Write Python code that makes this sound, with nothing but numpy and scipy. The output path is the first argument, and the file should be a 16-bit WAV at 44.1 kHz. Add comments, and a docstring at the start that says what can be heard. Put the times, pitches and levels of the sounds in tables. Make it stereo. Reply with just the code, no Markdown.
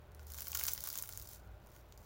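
"""Squeezing a flaky pastry

Two thumbs squeeze a sugar-coated pastry close to a phone in a quiet, humming room. Flakes of crust
fracture in sharp snaps over a dense crackle of sugar and thin layers, which swells with the squeeze
and dies away. The hollows of pastry and hands resonate, and skin rubs softly as the grip shifts."""
import sys
import numpy as np
from scipy import signal
from scipy.fft import rfft, irfft, next_fast_len
from scipy.io import wavfile

SR = 44100
rng = np.random.default_rng(int(sys.argv[2]) if len(sys.argv) > 2 else 0)


def transcribe(u):
    """Save the signal u as a 16-bit wav file named by the first command-line argument.

    u: samples, shape (n,) or (channels, n), limited to [-1, 1]; the rate is SR.
    q: integer samples, one column per channel.
    """
    v = np.clip(np.atleast_2d(u).T, -1, 1)
    q = np.round(v * 32767).astype(np.int16)
    wavfile.write(sys.argv[1], SR, q)


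N = 90404
TOP_HZ = 15950
PORT_CORRELATION = [0.46, 0.076, 0.098]  # between microphone ports: body, crack, sizzle of a break


def amp(db):
    """Amplitude ratio of a level in decibels."""
    return 10 ** (np.asarray(db) / 20)


def unit(x):
    """Normalisation to an RMS of 1."""
    return x / np.sqrt(np.mean(x ** 2) + 1e-20)


def along(points, hz):
    """Interpolation of (frequency [Hz], value) points on a logarithmic frequency axis."""
    frequencies, values = np.transpose(points)
    return np.interp(np.log(hz + 1), np.log(frequencies + 1), values)


def envelope(rows):
    """Amplitude envelope through (time [s], level [dB]) rows."""
    return amp(np.interp(np.arange(N) / SR, *np.transpose(rows)))


def filtered(x, response):
    """Linear filtering: the spectrum is multiplied by a frequency response."""
    n = x.shape[-1]
    padded = next_fast_len(2 * n)
    return irfft(rfft(x, padded) * response(np.fft.rfftfreq(padded, 1 / SR)), padded)[..., :n]


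def coloured(x, points):
    """Spectral shaping by (frequency [Hz], gain [dB]) points."""
    return filtered(x, lambda hz: amp(along(points, hz)))


def panned(pan_db):
    """Constant-power panning: left and right gains from their level difference."""
    gains = amp(np.array([pan_db, -pan_db]) / 2)
    return gains / np.sqrt(np.mean(gains ** 2, axis=0))


def resonance(hz, centre_hz, width_hz):
    """Response of a damped oscillator, 1 at its centre frequency."""
    return 1j * hz * width_hz / (centre_hz ** 2 - hz ** 2 + 1j * hz * width_hz)


def tone(hz):
    """A sinusoid of unit RMS and random phase."""
    t = np.arange(N) / SR
    return np.sqrt(2) * np.sin(2 * np.pi * (hz * t + rng.random()))


def room_air(level_db=-60.5):
    """Ambient noise: partly coherent at the two ports in the bass, incoherent in the treble."""
    # noise spectrum: (frequency [Hz], relative density [dB])
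    spectrum = [(15, -3), (25, -16), (40, -18), (60, 6), (90, -2.5), (140, -8), (190, -7), (250, -15),
                (380, -8.5), (600, -11.5), (850, -11), (1200, -16), (1500, -18), (2000, -20.5),
                (4000, -27.5), (8000, -45.5), (16000, -35)]
    # likeness of left and right: (frequency [Hz], correlation [1])
    correlation = [(60, 0.33), (150, 0.94), (300, 0.86), (700, 0.27), (2000, 0), (8000, 0)]

    def mid_and_side(hz):
        angle = np.arccos(along(correlation, hz)) / 2
        return amp(along(spectrum, hz)) * [np.cos(angle), np.sin(angle)]

    mid, side = filtered(rng.standard_normal((2, N)), mid_and_side)
    return amp(level_db) * unit(np.array([mid + side, mid - side]))


def room_hum(drone_hz=74.4):
    """Superposition of steady tones, a drone that swells and fades, and a narrow-band rumble."""
    # steady tones: (frequency [Hz], level [dB])
    partials = [(57.5, -72.5), (119.5, -69.5), (596, -79)]
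    # envelopes of drone and rumble: (time [s], level [dB])
    drone_levels = [(0, -59), (.12, -65.5), (.2, -51), (.29, -53), (.39, -54), (.46, -64.5), (.55, -53.5),
                    (.7, -59.5), (.82, -64), (2.05, -86)]
    rumble_levels = [(0, -64), (.9, -68.5), (1.1, -60.5), (1.22, -51.5), (1.3, -64), (1.4, -55.5),
                     (1.55, -54), (1.62, -65), (2.05, -61.5)]
    # rumble spectrum: (frequency [Hz], gain [dB])
    rumble_colour = [(20, -39), (40, -2.5), (57, 9), (70, -10.5), (88, 5.5), (130, -14.5), (300, -90),
                     (1000, -95)]
    hum = sum(amp(db) * tone(hz) for hz, db in partials)
    drone = envelope(drone_levels) * tone(drone_hz)
    rumble = envelope(rumble_levels) * unit(coloured(rng.standard_normal(N), rumble_colour))
    return (hum + drone + rumble) * panned(pan_db=1.6)[:, None]


def fracture(decay_s, ring_db, correlation, ring_s=0.0032, size=640, lead=64):
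    """Brittle fracture: after lead silent samples, a noise burst and the crust's ring decay together."""
    t = np.arange(size) / SR
    decay = np.exp(-t / decay_s) + amp(ring_db) * np.exp(-t / ring_s)
    common = np.sqrt(correlation) * rng.standard_normal(size)
    separate = np.sqrt(1 - correlation) * rng.standard_normal((2, size))
    return np.pad(decay * (common + separate), ((0, 0), (lead, 0)))


def crackle(breaks_per_s=700, colours=24, crossover_hz=5230):
    """Acoustic emission: tiny breaks of uneven size, place and colour arrive as a Poisson process."""
    # crackle envelope: (time [s], level [dB])
    levels = [(0, -77), (.13, -78), (.2, -67.5), (.29, -60), (.35, -51), (.4, -43), (.45, -49.5),
              (.535, -48.5), (.575, -41.5), (.69, -40), (.76, -49), (.88, -47), (.99, -47), (1.04, -53.5),
              (1.21, -55), (1.34, -51.5), (1.41, -70.5), (1.6, -78), (1.69, -63.5), (1.77, -65.5),
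              (1.85, -71), (1.95, -74), (2.05, -63)]
    # mean spectrum of the breaks: (frequency [Hz], gain [dB])
    spectrum = [(150, -19), (500, -13), (1000, -10.5), (1500, -11.5), (2000, -7), (3000, -5), (4500, -0.5),
                (6800, 0), (8000, -6), (11000, -5.5), (15300, 5.5)]
    # sugar gives way first, coarser layers later: (time [s], gain below the crossover [dB])
    middle_gains = [(.25, -2), (.48, -4), (.57, -2.5), (.7, -1.5), (.86, 0), (1.35, -2)]
    size_spread_db, size_cap_db, colour_spread_db = 4, 11, 5
    pan_db, pan_spread_db = 3, 4
    knots_hz = np.geomspace(1000, TOP_HZ, 8)
    breaks = np.zeros((2, N))
    for _ in range(colours):
        hits = rng.random(N) < breaks_per_s / colours / SR
        strength = amp(np.minimum(size_spread_db * rng.standard_normal(N), size_cap_db))
        ticks = hits * strength * panned(pan_db + pan_spread_db * rng.standard_normal(N))
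        colour = np.column_stack([knots_hz, colour_spread_db * rng.standard_normal(len(knots_hz))])
        grain = fracture(decay_s=0.00012, ring_db=-7.5, correlation=PORT_CORRELATION[2])
        breaks += signal.fftconvolve(ticks, unit(coloured(grain, colour)), axes=1)[:, :N]
    breaks = unit(filtered(coloured(breaks, spectrum), lambda hz: hz < TOP_HZ))
    middle = filtered(breaks, lambda hz: 1 / (1 + (hz / crossover_hz) ** 10))
    treble = breaks - middle
    return (treble + middle * envelope(middle_gains)) * envelope(levels)


def snaps(lead=64):
    """Each flake radiates a transient in three bands: low body, middle crack and high sizzle."""
    # breaking flakes: (time [s], body [dB], crack [dB], sizzle [dB], leftward bias [dB])
    flakes = [(0.119, -76, -70, -63.5, 1), (0.1482, -68, -59.5, -53, -2), (0.1946, -56.5, -54, -65, 9),
              (0.2696, -76, -59, -49, 1), (0.3023, -56.5, -50.5, -47.5, 8), (0.3203, -58, -48.5, -45, 2),
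              (0.3372, -67, -47.5, -42.5, 8), (0.3448, -52.5, -46, -45, 23), (0.378, -61, -48.5, -43, 4),
              (0.3864, -50.5, -44, -44, 6), (0.4068, -53.5, -42, -39, -2), (0.4206, -52, -44, -37, 9),
              (0.4705, -46.5, -41.5, -42.5, 24), (0.4822, -59, -57, -33, 5), (0.5187, -72, -47, -34.5, 2),
              (0.531, -42, -41, -45, 0), (0.549, -57, -39, -31, -3), (0.5516, -38, -32, -28.5, 5),
              (0.5729, -48.5, -34.5, -29, 0), (0.591, -48.5, -40, -37, 16),
              (0.596, -48.5, -38.5, -32.5, -6), (0.612, -38, -42, -40, 36), (0.6315, -44, -52, -40, 3),
              (0.6378, -53, -35, -28, 9), (0.6531, -46.5, -35.5, -37, 5), (0.6668, -69, -49, -29.5, 14),
              (0.683, -40, -32, -31, -2), (0.6869, -45, -32, -32.5, 20), (0.7322, -54, -43, -46, -2),
              (0.7349, -74, -45.5, -27, 9), (0.7782, -47, -39, -41, 6), (0.806, -66, -43.5, -36.5, 6),
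              (0.8394, -46.5, -43.5, -33, 9), (0.8734, -43, -48, -33.5, 11), (0.8888, -63, -50, -33, 16),
              (0.902, -64, -37.5, -35, -5), (0.929, -59, -56, -36.5, 22), (0.938, -66, -62, -56, 7),
              (0.956, -45.5, -39, -40.5, 2), (0.9765, -58, -51, -33, 27), (0.9873, -55.5, -37, -35.5, 4),
              (1.0245, -55, -47, -31, 8.5), (1.0373, -51, -46, -46, -5), (1.0587, -59, -53, -44.5, 3),
              (1.0751, -67, -60, -43, -9), (1.0911, -49.5, -46, -37.5, 7), (1.111, -70, -57, -57, 2),
              (1.125, -63, -45, -42, 4), (1.135, -55, -50.5, -44, 12), (1.1748, -52.5, -42.5, -38.5, -1),
              (1.198, -57, -45, -42.5, 0), (1.216, -66, -48.5, -46.5, 12), (1.2238, -64, -53, -43, -10),
              (1.2741, -69, -44.5, -46.5, 5), (1.291, -82, -61, -46, -6), (1.3339, -60, -51, -48, -4),
              (1.6712, -69, -64.5, -57.5, 3), (1.7638, -59, -60.5, -52.5, 1), (1.9238, -60, -51.5, -59, 9),
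              (1.9764, -82, -55, -57.5, 12)]
    # body, crack and sizzle bands: (lower edge [Hz], upper edge [Hz])
    bands = [(750, 2900), (3300, 8500), (8500, 17000)]
    # spectrum of breaking crust: (frequency [Hz], gain [dB])
    crust = [(200, -18), (600, -3.5), (1100, -9), (1900, -9.5), (2800, -4), (4500, 6), (6900, 11.5),
             (7900, 0.5), (10000, 3), (13000, 6), (15400, 14.5)]
    decay_s, ring_db, trim_db = [0.00055, 0.00045, 0.00015], [-6, -14, -20.5], [-2, 0, 2]
    pan_share = [0.25, 0.57, 0.68]  # diffraction: low sound bends round the hands
    reference_s = .002  # a burst is scaled to the energy of a unit signal this long
    out = np.zeros((2, N + SR))
    for time_s, *levels, bias_db in flakes:
        start = round(time_s * SR) - lead
        for k, (low_hz, high_hz) in enumerate(bands):
            def band(hz):
                rolloff = np.sqrt((1 + (low_hz / (hz + 1)) ** 10) * (1 + (hz / high_hz) ** 20))
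                return amp(along(crust, hz)) / rolloff * (hz < TOP_HZ)

            burst = filtered(fracture(decay_s[k], ring_db[k], PORT_CORRELATION[k], lead=lead), band)
            burst *= np.sqrt(reference_s * SR / np.sum(burst ** 2, axis=1, keepdims=True))
            gains = amp(levels[k] + trim_db[k]) * panned(bias_db * pan_share[k])[:, None]
            out[:, start:start + burst.shape[1]] += gains * burst
    return out[:, :N]


def hollows(x):
    """Cavity resonance: the pastry and cupped hands reinforce a few narrow bands."""
    # cavity modes: (frequency [Hz], bandwidth [Hz], gain [1])
    modes = [(1110, 60, 1.06), (1434, 99, 1.94), (2130, 100, 0.25)]
    return filtered(x, lambda hz: 1 + sum(gain * resonance(hz, f, width) for f, width, gain in modes))


def reverberation(x, reflections=10, early_db=-12.5, tail_db=-11):
    """Early reflections from near surfaces join a short, exponentially decaying diffuse tail."""
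    # decay of the room: (frequency [Hz], reverberation time [s])
    t60 = [(200, 0.64), (2000, 0.1), (8000, 0.14), (16000, 0.059)]
    hz, t, spectra = signal.stft(rng.standard_normal((2, SR // 2)), SR, nperseg=256)
    tail = signal.istft(spectra * amp(-60 * t / along(t60, hz)[:, None]), SR, nperseg=256)[1]
    response = amp(tail_db) * tail / np.linalg.norm(tail[0])
    for side in response:
        delays = (rng.uniform(.002, .028, reflections) * SR).astype(int)
        side[delays] += amp(early_db) * rng.standard_normal(reflections) / np.sqrt(reflections)
    return signal.fftconvolve(x, response, axes=1)[:, :N]


def rub():
    """Friction noise: skin slides over the crust and excites the hollow of the hands."""
    # a soft swell as the grip shifts: (time [s], level [dB])
    levels = [(1.25, -74), (1.5, -66), (1.75, -74.5), (2.05, -84)]
    # resonances of the hands: (frequency [Hz], bandwidth [Hz], gain [dB])
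    modes = [(600, 45, 0), (770, 80, -7), (1440, 170, -9)]
    cavity = lambda hz: sum(amp(db) * np.abs(resonance(hz, f, width)) ** 2 for f, width, db in modes)
    return unit(filtered(rng.standard_normal(N), cavity)) * envelope(levels)


def scene():
    """Superposition of the pastry, its reverberation, the rub and the room's own sound."""
    # response of the right port relative to the left: (frequency [Hz], gain [dB])
    right_port = [(1000, 0.5), (1600, 5), (2600, -4), (3300, 2.5), (6200, 0), (7200, -2.5), (8200, 1),
                  (9500, 4.5), (12500, -4.5), (14500, -3)]
    left, right = hollows(snaps() + crackle())
    pastry = np.array([left, coloured(right, right_port)])
    return pastry + reverberation(pastry) + rub() + room_air() + room_hum()


def record(dry):
    """Band limiting: the phone acts as a steep low-pass filter."""
    return filtered(dry, lambda hz: 1 / np.sqrt(1 + (hz / TOP_HZ) ** 120))


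dry = scene()
out = record(dry)
transcribe(out)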